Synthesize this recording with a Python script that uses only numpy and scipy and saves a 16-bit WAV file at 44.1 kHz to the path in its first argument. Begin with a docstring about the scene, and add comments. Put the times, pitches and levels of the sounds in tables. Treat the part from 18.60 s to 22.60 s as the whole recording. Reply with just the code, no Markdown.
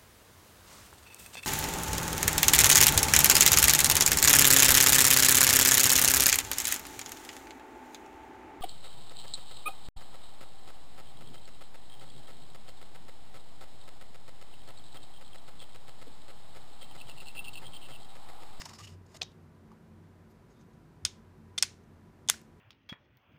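"""Ratchet wrench over a desk

A plastic ratchet wrench is turned by hand on a knurled steel socket, close above a wooden desk in a
small room. The parts scrape and catch as the grip shifts, then the pawl snaps over single teeth,
each snap a cluster of contacts. The hands nudge the desk faintly and the room hums. One microphone."""
import sys
import numpy as np
from scipy import signal
from scipy.fft import rfft, irfft, next_fast_len
from scipy.io import wavfile

SR = 44100
rng = np.random.default_rng(int(sys.argv[2]) if len(sys.argv) > 2 else 0)


def wav_record(signal):
    """Record a signal, one row per channel, as 16-bit PCM in the file named by sys.argv[1]."""
    frames = np.transpose(np.atleast_2d(signal))
    bounded = np.clip(frames, -1, 1)
    # unit amplitude maps onto the largest positive 16-bit level
    quanta = np.round(bounded * 32767).astype(np.int16)
    wavfile.write(sys.argv[1], SR, quanta)


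N = 176400

# the room's drones (pitch [Hz], width [Hz], level [dB])
ROOM_DRONES = [(91.3, 8.7, -63.5), (159.3, 24, -64), (220.8, 16, -64.5), (372, 66, -69), (987, 41, -76.5)]
# air in the room (frequency [Hz], relative level [dB])
AIR_SPECTRUM = [(15, -41.5), (27, -20.5), (50, -7), (72, -13.5), (130, -6.5), (200, -12.5), (300, -13),
                (560, -20.5), (1050, -25), (1600, -27.5), (3000, -38.5), (6000, -43.5), (15500, -50.5)]
# decay of the room's tail (frequency [Hz], t60 [s])
TAIL_DECAY = [(200, .3), (1500, .33), (5000, 0.25), (9000, 0.27), (15000, .2)]
# sound off the walls (frequency [Hz], relative level [dB])
WALL_SPECTRUM = [(200, -3.5), (1500, -0.5), (6500, -0.5), (10000, -9.5), (15000, -4.5)]
# hands nudging the desk (middle time [s], length [s], level [dB])
DESK_NUDGES = [(0.228, 0.048, -51.5), (0.35, 0.15, -52.5), (0.677, 0.14, -57.5), (1.412, .2, -58.5),
               (2.453, 0.027, -46), (3.055, 0.0804, -55.5), (3.351, 0.19, -56)]
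# parts sliding and catching
# (middle time [s], length [s], level [dB], bass gain [dB], ring pitch [Hz], ring gain [dB])
SCRAPE_EVENTS = [(.008, 0.016, -48, -10.5, 5200, -3), (0.02, 0.0041, -43, 1, 908, -5),
                 (0.0574, 0.0042, -41, -16, 5400, -0.5), (0.063, 0.0075, -52, -2, 880, 4.5),
                 (0.057, 0.083, -57.5, -3.5, 5200, -6), (.018, 0.011, -55, 1, 1880, 2),
                 (0.095, 0.0088, -50.5, -11, 5000, -7), (0.111, 0.017, -59.5, 3, 1030, 1.5),
                 (0.137, 0.0045, -49.5, -5, 5420, -7), (0.154, 0.027, -56, -2, 5000, -1),
                 (0.191, 0.009, -48, -8, 5600, -10), (.208, 0.016, -50.5, -11, 1184, -1.5),
                 (0.243, 0.023, -48.5, -13, 2880, -7), (.277, 0.01, -56.5, -3.5, 2874, 4.5),
                 (0.292, 0.026, -57, -9, 5340, -23), (0.326, 0.041, -64.5, -12, 2840, -7.5),
                 (0.466, 0.0057, -66.5, -4, 6850, -4), (0.535, 0.075, -67, -3, 6900, -12),
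                 (.552, 0.0094, -50, -5, 645, -5), (0.569, 0.0066, -48.5, -16, 6750, -6),
                 (.719, 0.0067, -69, -8, 3750, -2), (1.1187, 0.0026, -68.5, 1, 1110, 16),
                 (1.127, 0.019, -79.5, -4, 925, 18), (1.713, 0.017, -72.5, -3, 12800, -5),
                 (1.915, 0.03, -76, -12, 6500, -3), (2.013, 0.02, -76.5, -6, 6360, 2),
                 (1.98, 0.071, -82, -7, 3630, 3), (2.136, .012, -76, -12, 6460, -7),
                 (3.239, .006, -74, -15, 6100, -2), (3.743, .006, -51.5, -6, 1450, 2),
                 (3.816, 0.0025, -59, -12, 12500, -5)]
# the tool's resonances under sliding (frequency [Hz], width [Hz], relative level [dB])
SLIDE_MODES = [(833, 270, 3.5), (1230, 200, 11), (1900, 510, 0), (2934, 190, 4), (3740, 270, -3.5),
               (4420, 190, 4), (5060, 380, 2.5), (5700, 320, 1), (6100, 180, -1), (6840, 500, 3),
               (8200, 240, -7.5)]
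# grit of the sliding (frequency [Hz], relative level [dB])
GRIT_SPECTRUM = [(300, -5.5), (700, 9), (3000, 1), (6000, -5), (9000, -2.5), (15000, -14)]
# pawl contacts (time [s], gain [dB], knock [dB], low [dB], mid [dB], high [dB], top [dB],
# decay time [factor], steel gain [dB], favoured frequency [Hz], its boost [dB])
PAWL_CONTACTS = [(0.6133, -39.5, 21, 4, 6.5, -16, -14, 0.75, -50, 480, 18),
                 (0.6163, -27, 5.5, -12.5, 5.5, -17, -22, 1.88, -44, 2520, 9),
                 (0.6181, -30.5, -4, -20, -1.5, -19, -20, 0.85, -38.5, 3780, 18.5),
                 (.6255, -29.5, 17, -27, -10, -19, -9, 0.72, -54, 13000, 17),
                 (.628, -40.5, 18, -10, -5, -5, -23, 1.56, -55, 7100, 15),
                 (.6315, -25, -7, -3, -7, -22, -16, 0.45, -48, 3780, 9),
                 (2.4507, -16, -4.5, -8.5, -1.5, -2.5, -6, 1.3, -31, 4900, 7.5),
                 (2.4575, -35, 3, 2, 4, -3, 6.5, 1.6, -39, 2500, 0),
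                 (2.463, -40, 4, 1, -2.5, -5, -9.5, 1.6, -41.5, 1420, 8.5),
                 (2.9786, -24.5, 1.5, -6, -2, -9.5, -11.5, 2.1, -55.5, 3480, 4.5),
                 (2.982, -31.5, -3.5, -6.5, 4, -8.5, -8.5, 1.3, -54, 3480, 13.5),
                 (2.9848, -22, -5.5, -9, -6.5, -3, -7.5, 1.33, -52.5, 3480, 6),
                 (3.0249, -9.5, -11, -6, -5, -2, -2.5, 1.1, -58, 5550, 9.5),
                 (3.0312, -18, 3, 0.5, -4, -3, -6, 0.92, -44.5, 2150, 4),
                 (3.033, -27, 3, 2.5, -1, -6, -9.5, 1.46, -54.5, 3400, 4.5),
                 (3.6768, -52.5, -7.5, -11.5, 0, -0.5, 3, 1.3, -59.5, 3480, 7.5),
                 (3.6868, -20.5, -15.5, -16, -0.5, -2, -8.5, 1.45, -59.5, 3480, 7),
                 (3.6927, -27.5, 13, 5, -1, -12, 6, 2.1, -56.5, 6500, 4),
                 (3.6985, -10, -0.5, 0, -5, 2, 6, 0.91, -64.5, 3170, 16)]
# a contact's colour bands: knock, low, mid, 0 dB reference, high, top (centre [Hz])
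BAND_CENTRES = [750, 1700, 3200, 5600, 8300, 11500]
# crack of a contact (frequency [Hz], relative level [dB])
CRACK_SPECTRUM = [(200, -21), (700, -14.5), (2000, 2), (3300, 3), (6000, 1.5), (10500, -0.5), (12200, -15),
                  (14500, -11.5), (16000, -22)]
# ringing of the plastic wrench (frequency [Hz], relative level [dB], base t60 [s])
WRENCH_MODES = [(460, -32.5, 0.024), (755, -20.5, 0.012), (1150, -15.5, 0.011), (1460, -13.5, .014),
                (2100, -15.5, 0.018), (2490, -11.5, 0.012), (3160, -10.5, 0.013), (3516, -7, 0.012),
                (3890, -17.5, .018), (4326, -12, 0.018), (4987, -9.5, 0.012), (5500, -12, 0.0095),
                (6155, -7, 0.011), (6536, -5, .012), (7310, -11, 0.014), (8510, -1.5, 0.0091),
                (10790, -15, 0.0045)]
# lingering ring of the steel socket (base frequency [Hz], relative level [dB], t60 [s])
SOCKET_MODES = [(3640, 1.5, .18), (5286, -5, .16), (6621, -1.5, 0.17)]
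# the grip shifts the socket's pitch (time [s], pitch [factor])
GRIP_TUNING = [(.62, 1.042), (2.45, 1.003), (3.0, .975)]


def amp(db):
    return 10 ** (np.asarray(db) / 20)


def unit_rms(x):
    return x / np.sqrt(np.mean(x ** 2) + 1e-20)


def along(points, hz):
    """Read (Hz, value) points on a log axis."""
    f, v = np.transpose(points)
    return np.interp(np.log(hz + 1), np.log(f + 1), v)


def filtered(x, response):
    """Shape x by a gain that depends on frequency."""
    size = next_fast_len(len(x) + 8192)
    return irfft(rfft(x, size) * response(np.fft.rfftfreq(size, 1 / SR)), size)[:len(x)]


def noise(spectrum, size):
    """Coloured noise of rms 1."""
    return unit_rms(filtered(rng.standard_normal(size), lambda f: amp(along(spectrum, f))))


def resonance(f, hz, width):
    return 1j * f * width / (hz * hz - f * f + 1j * f * width)


def drone(hz, width):
    """A narrow band of noise of rms 1."""
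    return unit_rms(filtered(rng.standard_normal(N), lambda f: resonance(f, hz, width) ** 2))


def swell(middle, length):
    """A bell-shaped rise and fall, timed in seconds."""
    return np.exp(-2 * ((np.arange(N) / SR - middle) / length) ** 2)


def add(track, start_s, x):
    part = track[max(0, round(start_s * SR)):][:len(x)]
    part += x[:len(part)]


def room_tone(air_db=-59.5):
    """The bed behind the tool: soft air noise and a few low drones."""
    air = amp(air_db) * noise(AIR_SPECTRUM, N)
    return air + sum(amp(db) * drone(hz, width) for hz, width, db in ROOM_DRONES)


def room_response(tail_db=-22, early_db=-20, early_t60_s=0.1, wall_delay_s=0.008):
    """What near walls send back to the microphone: early reflections and a diffuse tail."""
    size = SR // 2
    hz, t, spectra = signal.stft(noise(WALL_SPECTRUM, size), SR, nperseg=256)
    decay = amp(-60 * t / along(TAIL_DECAY, hz)[:, None])
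    tail = signal.istft(spectra * decay, SR, nperseg=256)[1][:size]
    early = noise(WALL_SPECTRUM, size) * amp(-60 * np.arange(size) / SR / early_t60_s)
    response = np.zeros(size)
    add(response, wall_delay_s, amp(tail_db) * tail / np.linalg.norm(tail))
    add(response, wall_delay_s, amp(early_db) * early / np.linalg.norm(early))
    return response


def desk():
    """The desk just under the tool booms softly when nudged."""
    phase = np.angle(signal.hilbert(drone(hz=93.24, width=4)))
    boom = np.sqrt(2) * np.cos(phase)
    return boom * sum(amp(db) * swell(middle, length) for middle, length, db in DESK_NUDGES)


def scrapes(slips_per_s=7000, grit_db=-6, relative_ring_width=0.062, room_send_db=-5):
    """Dense tiny slips excite the tool while its parts slide; each catch favours one resonance."""
    slips = rng.standard_normal(N) * (rng.random(N) < slips_per_s / SR)
    body = filtered(slips, lambda f: sum((-1) ** k * amp(db) * resonance(f, hz, width)
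                                         for k, (hz, width, db) in enumerate(SLIDE_MODES)))
    grit = filtered(slips, lambda f: amp(along(GRIT_SPECTRUM, f)))
    rub = unit_rms(unit_rms(body) + amp(grit_db) * unit_rms(grit))
    bass = filtered(rub, lambda f: 1 / (1 + (f / 2100) ** 6))
    # a wandering phase widens each ring into a band
    drift = np.cumsum(rng.standard_normal(N)) * np.sqrt(2 * np.pi / SR)
    direct, t = np.zeros(N), np.arange(N) / SR
    for middle, length, db, bass_db, hz, ring_db in SCRAPE_EVENTS:
        ring = np.sqrt(2) * np.sin(2 * np.pi * hz * t + drift * np.sqrt(hz * relative_ring_width))
        direct += amp(db) * swell(middle, length) * (rub + (amp(bass_db) - 1) * bass + amp(ring_db) * ring)
    return direct + amp(room_send_db) * signal.fftconvolve(direct, room_response())[:N]


def tool_ring(t, colour, decay_scale, steel_db, tuning):
    """Struck by the pawl, the plastic rings briefly and the steel socket rings on faintly."""
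    plastic = [(hz, db, t60 * decay_scale) for hz, db, t60 in WRENCH_MODES]
    steel = [(hz * tuning, db + steel_db, t60) for hz, db, t60 in SOCKET_MODES]
    ring = np.zeros(len(t))
    for k, (hz, db, t60) in enumerate(plastic + steel):
        phase = 2 * np.pi * hz * t + rng.normal(0, 0.77)
        ring += (-1) ** k * colour(hz) * amp(db - 60 * t / t60) * np.sin(phase)
    return ring


def pawl(attack_s=0.00037, crack_db=0.5, crack_t60_s=0.011, focus_width=0.098, room_send_db=0.5):
    """Each contact cracks and rings the tool, favouring one band; the room answers with a smooth tail."""
    out, t = np.zeros(N), np.arange(SR // 4) / SR
    radiation = signal.butter(2, 476, 'highpass', fs=SR, output='sos')  # a small tool gives little bass
    for start, db, knock, low, mid, high, top, decay_scale, steel_db, focus_hz, boost in PAWL_CONTACTS:
        bands = list(zip(BAND_CENTRES, [knock, low, mid, 0, high, top]))

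        def colour(f):
            return amp(along(bands, f) + boost * np.exp(-((f / focus_hz - 1) / focus_width) ** 2))

        tuning = np.interp(start, *np.transpose(GRIP_TUNING))
        ring = tool_ring(t, colour, decay_scale, steel_db, tuning)
        crack = filtered(noise(CRACK_SPECTRUM, len(t)), colour)
        crack *= amp(crack_db - 60 * t / (crack_t60_s * decay_scale))
        snap = amp(db) * (1 - np.exp(-t / attack_s)) * (ring + crack)
        add(out, start, signal.sosfilt(radiation, snap))
        room = room_response()
        tail = unit_rms(filtered(room, lambda f: amp(along(CRACK_SPECTRUM, f) + along(bands, f))))
        add(out, start, amp(room_send_db) * np.linalg.norm(snap) * np.std(room) * tail)
    return out


def scene():
    """Wrench, desk and room as they reach the microphone, in mono."""
    return (pawl() + scrapes() + desk() + room_tone())[None]


def record(dry):
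    """The microphone chain cuts off steeply at its band limit."""
    limit_hz = 15500
    return np.array([filtered(x, lambda f: 1 / (1 + (f / limit_hz) ** 120)) for x in dry])


dry = scene()
out = record(dry)
wav_record(out)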